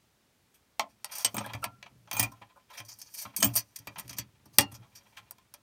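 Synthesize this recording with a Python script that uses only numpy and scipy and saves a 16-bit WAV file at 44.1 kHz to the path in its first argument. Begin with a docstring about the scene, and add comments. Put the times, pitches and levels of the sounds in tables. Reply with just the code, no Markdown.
"""Seating a bulb in a headlamp

Fingers work a bulb into a plastic housing on a carpet, close to a phone in a quiet room.
Taps and soft scuffs ring the socket, reflector, wire clip and hollow shell. The bulb's metal flange
tinks, a wire spring twangs, a finger squeaks; between contacts the parts rub and the housing rocks."""
import sys
import numpy as np
from scipy import signal
from scipy.fft import rfft, irfft, next_fast_len
from scipy.io import wavfile
from scipy.ndimage import uniform_filter1d, map_coordinates

SR = 44100
rng = np.random.default_rng(int(sys.argv[2]) if len(sys.argv) > 2 else 0)


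def dump(signal):
    """Clip the signal to [-1, 1] and save it as 16-bit WAV at the path in sys.argv[1]."""
    limited = np.clip(np.atleast_2d(signal).T, -1, 1)
    pcm = np.round(limited * 32767).astype(np.int16)
    wavfile.write(sys.argv[1], SR, pcm)


N = 247842

# sharp taps: start_s, level_db, hardness_db, shell_db, socket_db, base_rattle_t60_s
TAPS = [(0.7955, -16, -35, 0.5, 0.5, 0.017), (1.0452, -21.5, -3, -13.5, -13, 0.019),
        (1.1525, -30.5, -1, -18, -12.5, 0.24), (1.1823, -30.5, 2, -14.5, -15.5, 0.092),
        (1.2471, -13.5, -13, -18.5, -12, 0.08), (1.3445, -44, 2, 12.5, 2, 0.062),
        (1.367, -36, 15, 4, 3.5, 0.033), (1.3813, -23.5, -30, -6.5, -5.5, 0.039),
        (1.4618, -47.5, 19.5, 14, 8, 0.04), (1.503, -54.5, -15, 17.5, 6, 0.03),
        (1.5343, -31.5, -12.5, -5, -1, 0.0637), (1.55, -40.5, 2, 9.5, -14, 0.031),
        (1.6415, -22, 3, -1, -1, 0.031), (1.8272, -35, -46.5, -7, 0.5, 0.022),
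        (2.074, -55.5, -19, 6, 1.5, 0.093), (2.1129, -23.5, -5, -7, -2, 0.029),
        (2.13, -25, -11, -12, -13.5, 0.06), (2.166, -35.5, 11, 2.5, -7, 0.089),
        (2.1955, -15.5, 4, -13, -8.5, 0.073), (2.2285, -23.5, 5, -7, -8, 0.083),
        (2.318, -51.5, 3, 6, -7.5, 0.087), (2.802, -40.5, 9, 1.5, 4, 0.033),
        (2.8495, -43.5, -8, -32, -25, 0.24), (2.938, -52, 3, -30, -25, 0.044),
        (2.9874, -45, -0.5, -41.5, -38, 0.22), (3.0008, -44, -9.5, -30, -19, 0.098),
        (3.016, -28.5, -10, -30.5, -22, 0.056), (3.2526, -46, -9, 10.5, 7.5, 0.044),
        (3.3637, -25.5, 8, -24.5, -16, 0.14), (3.4231, -25.5, -2, 1, -4.5, 0.043),
        (3.4278, -10, -6.5, -12.5, -7.5, 0.04), (3.4455, -28.5, 10.5, -5, -5.5, 0.14),
        (3.5542, -27.5, 13.5, -9.5, -20.5, 0.087), (3.561, -18.5, 8.5, -37.5, -21, 0.14),
        (3.7883, -34, -3.5, -33, -19.5, 0.042), (3.8714, -32.5, -2.5, -3, -2, 0.045),
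        (3.958, -49, -33, 10, 7.5, 0.1), (3.9955, -32.5, 4.5, -20, -9.5, 0.0625),
        (4.0788, -36.5, -2, -26, -13.5, 0.028), (4.0943, -28, -13.5, -26, -14, 0.08),
        (4.1298, -35, -5.5, -17, -9, 0.067), (4.185, -22.5, 0.5, -28, -11, 0.082),
        (4.5849, -5, 2.5, -14, -6.5, 0.037), (4.607, -21, -4.5, -13.5, -12.5, 0.091),
        (5.3093, -33, 4, -9.5, -16, 0.019), (5.383, -48, -5, -3, -4.5, 0.025),
        (5.5393, -33.5, 0, -12.5, -12, 0.0314)]
# resonances of each part: pitch_hz, relative_db, t60_s
SOCKET_MODES = [(1675, -5.5, 0.013), (1985, -4, 0.014), (2154, -2.5, 0.0097), (2400, 1, 0.013),
                (2796, -2, 0.0072), (3220, -4, .02), (3940, -1, 0.004)]
CLIP_MODES = [(8190, -2, 0.0045), (9045, -1, 0.0068), (9600, -3, .005), (11110, -0.5, 0.0035),
              (12400, -2, .007), (13500, -0.5, .005), (14700, -1.5, .005), (15400, -5.5, 0.002)]
REFLECTOR_MODES = [(4490, -2, 0.0039), (4616, -6.5, 0.024), (5050, -3, 0.0058), (5740, -0.5, 0.008),
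                   (6020, -4, 0.016), (6770, -0.5, 0.0042)]
SHELL_MODES = [(590.5, -7, 0.044), (600.5, -8, 0.03), (710, -6.5, .02), (792.6, -7, 0.028),
               (833.3, -1.5, 0.02), (1041.4, -4.5, 0.042), (1067, -2.5, 0.013), (1332, -2.5, .012)]
THUD_MODES = [(62, -16, .1), (112.8, 3, .17), (201, 0, .09), (250, 1.5, 0.035), (288.6, -2.5, 0.14),
              (415, -5.5, 0.033)]  # the low end of the hollow housing

TICK_DB, TICK_SAMPLES = 2.2, 40  # unevenness and length of the slips within a touch
MIDDLE_TAP_DB, ATTACK_DB_PER_DB = -25, .3  # taps above the middle level gain extra attack


def amp(db):
    """Gain of a level in dB."""
    return 10 ** (np.asarray(db) / 20)


def along(points, hz):
    """A curve through (Hz, value) points on a log frequency axis."""
    point_hz, values = np.transpose(points)
    return np.interp(np.log(hz + 1), np.log(point_hz + 1), values)


def add(out, start_s, sound):
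    """Mixes a sound in from start_s."""
    place = out[round(start_s * SR):][:len(sound)]
    place += sound[:len(place)]


def filtered(x, response):
    """Colours x with a frequency response scaled to unit energy."""
    size = next_fast_len(len(x) + 512, True)
    curve = response(np.fft.rfftfreq(size, 1 / SR))
    return irfft(rfft(x, size) * curve / np.sqrt(np.mean(np.abs(curve) ** 2)), size)[:len(x)]


def ring(force, modes, detune=0, vary_db=0):
    """A force drives damped modes; the grip of the fingers shifts and weights them."""
    hz, db, t60 = np.transpose(modes)[:, :, None]
    grip = rng.standard_normal((2, len(modes), 1))
    hz = hz * (1 + detune * grip[0])
    polarity = np.cos(np.pi * np.arange(len(modes)))[:, None]
    gain = polarity * amp(db + vary_db * grip[1])
    width_hz = np.log(1000) / np.pi / t60
    return filtered(force, lambda f: np.sum(gain * 1j * f / (hz**2 - f**2 + 1j * f * width_hz), axis=0))


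def slips(size):
    """Friction noise of rms 1, broken into small ticks of uneven size."""
    tick_gains = amp(TICK_DB * rng.exponential(size=size // TICK_SAMPLES + 1))
    ticks = np.repeat(tick_gains, TICK_SAMPLES)[:size]
    return ticks / np.sqrt(np.mean(ticks ** 2)) * rng.standard_normal(size)


def even(force, width_hz=300):
    """Levels a force's spectrum so that it pushes all pitches alike, and fades its end."""
    spectrum = rfft(force)
    humps = uniform_filter1d(np.abs(spectrum) ** 2, max(round(width_hz * len(force) / SR), 1))
    fade = np.clip(np.linspace(4, -1, len(force)), 0, 1)
    return fade * irfft(spectrum * np.sqrt(humps.mean() / (np.abs(humps) + 1e-20)), len(force))


def hush():
    """A steady bed of room tone and microphone hiss."""
    # noise colour: frequency_hz, relative_db
    colour = [(20, -21.5), (60, -3), (200, -7), (500, -13.5), (5000, -21), (15900, -28)]
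    top_hz = colour[-1][0]
    return amp(-70) * filtered(rng.standard_normal(N), lambda hz: amp(along(colour, hz)) * (hz < top_hz))


def room(near):
    """A short, diffuse echo whose highs die first; its noise tail is drawn afresh each quarter second."""
    # room decay: frequency_hz, t60_s
    decay = [(150, 0.26), (1500, 0.11), (6000, 0.067), (15000, 0.016)]
    out, step = np.zeros(N), SR // 4
    for start in range(0, N, step):
        hz, t, noise = signal.stft(rng.standard_normal(SR // 3), SR, nperseg=256)
        _, tail = signal.istft(noise * amp(-60 * t / along(decay, hz)[:, None]), SR, nperseg=256)
        echo = signal.fftconvolve(near[start:start + step], tail / np.linalg.norm(tail))
        add(out, (start + 300) / SR, echo)  # 7 ms pre-delay
    return out


def grit(times_s, level_db, spike_db, clump_db, clump_hz=70):
    """The force of a rub: tiny slips of uneven size, in clumps."""
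    t = np.arange(N) / SR
    clumps = map_coordinates(rng.standard_normal(int(N * clump_hz / SR) + 4), [t * clump_hz])
    grains = rng.standard_normal(N) * amp(spike_db * rng.exponential(size=N) + clump_db * clumps)
    return amp(np.interp(t, times_s, level_db, left=-120)) * grains / np.std(grains)


def rubbing():
    """Fine friction rings the bright parts, coarse friction the darker ones; the housing rocks below."""
    # level envelopes: time_s, fine_db, coarse_db, rocking_db
    envelopes = [(0.9, -102, -91.5, -74.5), (1.1, -66, -60.5, -86), (1.27, -62, -64.5, -69.5),
                 (1.5, -67.5, -55, -54), (1.8, -87, -88, -65.5), (2.08, -80, -82, -69),
                 (2.2, -56.5, -53, -50.5), (2.3, -73, -72, -64), (2.6, -97, -74, -93.5),
                 (2.95, -67, -73, -72), (3.1, -64, -70, -86.5), (3.2, -45, -67, -81), (3.32, -77, -66, -64),
                 (3.45, -56, -62.5, -58), (3.63, -71.5, -76.5, -82), (3.83, -76, -74, -62),
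                 (4.05, -68, -65.5, -55), (4.34, -90.5, -81, -69.5), (4.82, -80.5, -79, -60),
                 (5.07, -73.5, -67.5, -74.5), (5.62, -101.5, -86.5, -75.5)]
    times_s, fine_db, coarse_db, rocking_db = np.transpose(envelopes)
    fine = ring(grit(times_s, fine_db, spike_db=-0.2, clump_db=1), REFLECTOR_MODES + CLIP_MODES)
    coarse = ring(grit(times_s, coarse_db, spike_db=-0.7, clump_db=6.5), SHELL_MODES + SOCKET_MODES)
    rocking = ring(grit(times_s, rocking_db, spike_db=0, clump_db=5), THUD_MODES[:4])
    return fine + coarse + rocking


def finger_squeaks():
    """A finger sticks and slips on the plastic: short tones that swell, sag a little and waver."""
    # squeaks: start_s, length_s, level_db, pitch_hz, octave_db
    squeaks = [(1.442, 0.019, -40, 1680, -8), (1.626, 0.015, -32, 1350, -14)]
    out = np.zeros(N)
    for start_s, length_s, db, hz, octave_db in squeaks:
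        progress = np.linspace(0, 1, round(length_s * SR))
        waver = np.repeat(rng.normal(0, .04, len(progress)), TICK_SAMPLES)[:len(progress)]
        phase = 2 * np.pi * np.cumsum(hz * (1.02 - 0.056 * progress + waver)) / SR
        tone = np.sin(phase) + amp(octave_db) * np.sin(2 * phase)
        add(out, start_s, amp(db) * np.sin(np.pi * progress) * tone)
    return out


def housing_thuds(push_t60_s=0.0027, boom_lag_s=.008):
    """A short, rough push onto the carpet knocks the hollow housing; its deep boom follows."""
    # pushes: start_s, boom_db, knock_db
    bumps = [(0.795, -61.5, -45.5), (1.249, -49, -44.5), (1.342, -42, -34.5), (1.376, -37.5, -30.5),
             (1.461, -45.5, -43.5), (1.54, -32.5, -43), (1.657, -43, -43.5), (1.954, -54.5, -65.5),
             (2.131, -42.5, -45), (2.193, -29.5, -31.5), (2.227, -34.5, -38.5), (2.414, -53, -55),
             (2.794, -47.5, -55.5), (3.251, -46.5, -48), (3.388, -46, -41), (3.43, -34, -25),
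             (3.455, -26, -34), (3.56, -44.5, -47), (3.792, -50, -61.5), (3.873, -45, -47),
             (4.104, -43, -49.5), (4.187, -36, -41), (4.458, -52.5, -51), (4.583, -26.5, -25),
             (4.604, -33, -32), (4.72, -41.5, -50)]
    out, t = np.zeros(N), np.arange(SR // 4) / SR
    for start_s, boom_db, knock_db in bumps:
        push = amp(-60 * t / push_t60_s) * (0.8 + 0.2 * rng.standard_normal(len(t)))
        add(out, start_s + boom_lag_s, amp(boom_db) * ring(push, THUD_MODES[:2], detune=.02))
        add(out, start_s, amp(knock_db) * ring(push, THUD_MODES[2:], detune=.02, vary_db=2))
    return out


def spring_twangs(buzz_t60_s=.2):
    """The wire spring snaps free and rings on faintly, buzzing against its seat."""
    # wire resonances, the long-ringing pair first: pitch_hz, relative_db, t60_s
    modes = [(1365, 0, .5), (1352, -5, .3), (794, 0, .16), (2820, -8, .16), (2740, -9, .2), (4320, -8, .14)]
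    # releases: start_s, pair_db, other_modes_db
    twangs = [(1.641, -23, -37), (2.229, -30, -30), (4.586, -21.5, -5.5)]
    out, t = np.zeros(N), np.arange(SR // 2) / SR
    snap = t == 0
    for start_s, pair_db, others_db in twangs:
        buzz = snap + 0.04 * amp(-60 * t / buzz_t60_s) * slips(len(t))
        add(out, start_s, amp(pair_db) * ring(snap, modes[:2]) + amp(others_db) * ring(buzz, modes[2:]))
    return out


def flange_tinks(shiver_t60_s=.04):
    """Point touches ring the thin metal flange, which shivers on its seat, so the ring is uneven."""
    # flange resonances: pitch_hz, relative_db, t60_s
    modes = [(2430, 0, .09), (3060, -8, .06), (6480, -6, .065), (7330, -10, .06), (8400, 0, .05),
             (12300, -9, .03), (14815, 0, .09)]
    # touches and their drive to the low, middle and top modes: start_s, low_db, middle_db, top_db
    tinks = [(0.8, -57, -48, -66), (1.2471, -46, -21.5, -54), (1.344, -54, -40.5, -37),
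             (1.381, -58, -39, -53), (2.133, -50, -53.5, -38), (2.168, -39.5, -37.5, -39.5),
             (2.1973, -40, -26.5, -26), (2.227, -31, -38, -46), (3.405, -56, -35.5, -61),
             (3.427, -32, -23, -50.5), (3.4443, -52, -29, -21)]
    groups = modes[:1], modes[1:-1], modes[-1:]
    out, t = np.zeros(N), np.arange(SR // 4) / SR
    for start_s, *levels_db in tinks:
        force = (t == 0) + 0.12 * amp(-60 * t / shiver_t60_s) * slips(len(t))
        for db, group in zip(levels_db, groups):
            add(out, start_s, amp(db + 23.5) * ring(force, group, detune=0.0025, vary_db=2.5))
    return out


def tap_cracks(t60_s=0.0067, centre_hz=4000):
    """Each tap opens with a brief, unpitched snap of noise."""
    out, t = np.zeros(N), np.arange(600) / SR
    for start_s, db, *_ in TAPS:
        snap_db = db - 10.5 + ATTACK_DB_PER_DB * (db - MIDDLE_TAP_DB)
        snap = amp(snap_db - 60 * t / t60_s) * rng.standard_normal(len(t))
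        add(out, start_s, filtered(snap, lambda f: 1j * f / (centre_hz + 1j * f) ** 2))
    return out


def touches(modes, samples, part_db, rattle_stretch, hardness=0, shell=0, socket=0):
    """One part rings to taps (a blow, then a dying rattle) and swelling scuffs, each with a new grip."""
    # soft scuffs: near_peak_s, level_db, hardness_db, shell_db, socket_db, rise_s
    scuffs = [(0.547, -60.5, 2.5, -31, -3.5, 0.013), (0.898, -62, -7, -20, -7, 0.014),
              (1.123, -35, -6.5, -14.5, -10.5, 0.017), (1.2, -35.5, -4, -14, -11, 0.025),
              (1.4074, -45, -6, 12.5, 3, 0.0074), (1.4432, -54, -1, 11, 3, 0.01),
              (1.6276, -52, 2, 8, -12, 0.013), (1.8631, -55.5, -37, 7.5, 8.5, 0.0053),
              (2.152, -42.5, -1.5, 2.5, 3, 0.009), (2.185, -37, -5.5, 1, -1.5, 0.0096),
              (2.42, -64, -30.5, 21, 17, 0.0079), (2.564, -71.5, 5, 19.5, -5, 0.013),
              (2.707, -52.5, -11, 2.5, 0, 0.012), (2.7408, -52, -3, -2, 4.5, 0.021),
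              (2.78, -35.5, -13, -15, -6, 0.014), (2.891, -36, -12.5, -23.5, -18, 0.012),
              (2.9184, -39.5, -24, -47, -30, 0.014), (3.066, -44.5, -32, -49, -30, 0.011),
              (3.144, -37, 7, -26, -11.5, 0.009), (3.1869, -35, -1, -27, -11.5, 0.015),
              (3.22, -34.5, -3.5, -20, -11, 0.013), (3.403, -37.5, 12, -13, -7, 0.005),
              (3.541, -38, 1.5, -17, -15, 0.0094), (3.573, -21, -5, -39, -16, 0.013),
              (3.7614, -29.5, -4.5, -31, -16.5, 0.0042), (3.985, -36, 2, -7, -5, 0.0057),
              (4.107, -42.5, -1.5, -7, -5.5, 0.0045), (4.176, -38, -18, -13, -16, 0.016),
              (4.4582, -49.5, -5.5, -6, -14, 0.0048), (4.5426, -52, -7, -15.5, -14, 0.022),
              (4.72, -48, 0, -4, -5, 0.008), (4.746, -40.5, -10.5, -13, -11.5, 0.0099),
              (4.83, -67.5, -16.5, 8, 6, 0.019), (4.959, -39.5, -16, -26, -14.5, 0.013),
              (4.984, -54.5, -10, -12, -9, 0.0043), (5.174, -48.5, -8, 0, 4.5, 0.012)]
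    out, t = np.zeros(N), np.arange(samples) / SR

    def touch(start_s, force, db, trims_db):
        gain = amp(part_db + db + np.dot([hardness, shell, socket], trims_db))
        add(out, start_s, gain * ring(even(force), modes, detune=.015, vary_db=2))

    for start_s, db, *trims_db, t60_s in TAPS:
        blow = 4 * amp(ATTACK_DB_PER_DB * (db - MIDDLE_TAP_DB)) * (t == 0)
        rattle = amp(-60 * t / (np.clip(t60_s, .005, .2) * rattle_stretch)) * slips(samples)
        touch(start_s, blow + rattle, db, trims_db)
    for near_peak_s, db, *trims_db, rise_s in scuffs:
        swell = (t / rise_s * np.exp(1 - t / rise_s)) ** 2
        touch(near_peak_s - 0.85 * rise_s, swell * slips(samples), db, trims_db)
    return out


def taps_and_scuffs():
    """Every touch reaches the four parts, each with its own strength."""
    reflector = touches(REFLECTOR_MODES, samples=4000, part_db=-10, rattle_stretch=0.73)
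    clip = touches(CLIP_MODES, samples=3500, part_db=-5.5, rattle_stretch=0.51, hardness=0.71)
    socket = touches(SOCKET_MODES, samples=4500, part_db=-5, rattle_stretch=1.13, socket=1)
    shell = touches(SHELL_MODES, samples=6000, part_db=-3.5, rattle_stretch=1.16, shell=1)
    return reflector + clip + socket + shell


def scene():
    """Close handling and its echo over the hush, in mono."""
    near = taps_and_scuffs() + tap_cracks() + housing_thuds() + rubbing()
    near += flange_tinks() + spring_twangs() + finger_squeaks()
    return (near + amp(-10.5) * room(near) + hush())[None]


def record(dry):
    """The phone clips softly at full scale, thins the deep bass and rolls off to a hard top limit."""
    clipped = dry / (1 + np.abs(dry) ** 8) ** (1 / 8)
    hz = np.fft.rfftfreq(N, 1 / SR)
    colour = amp(along([(20, -10), (60, 0), (15800, 0), (16100, -14)], hz))
    return irfft(rfft(clipped) * colour * (hz < 16700), N)


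dry = scene()
out = record(dry)
dump(out)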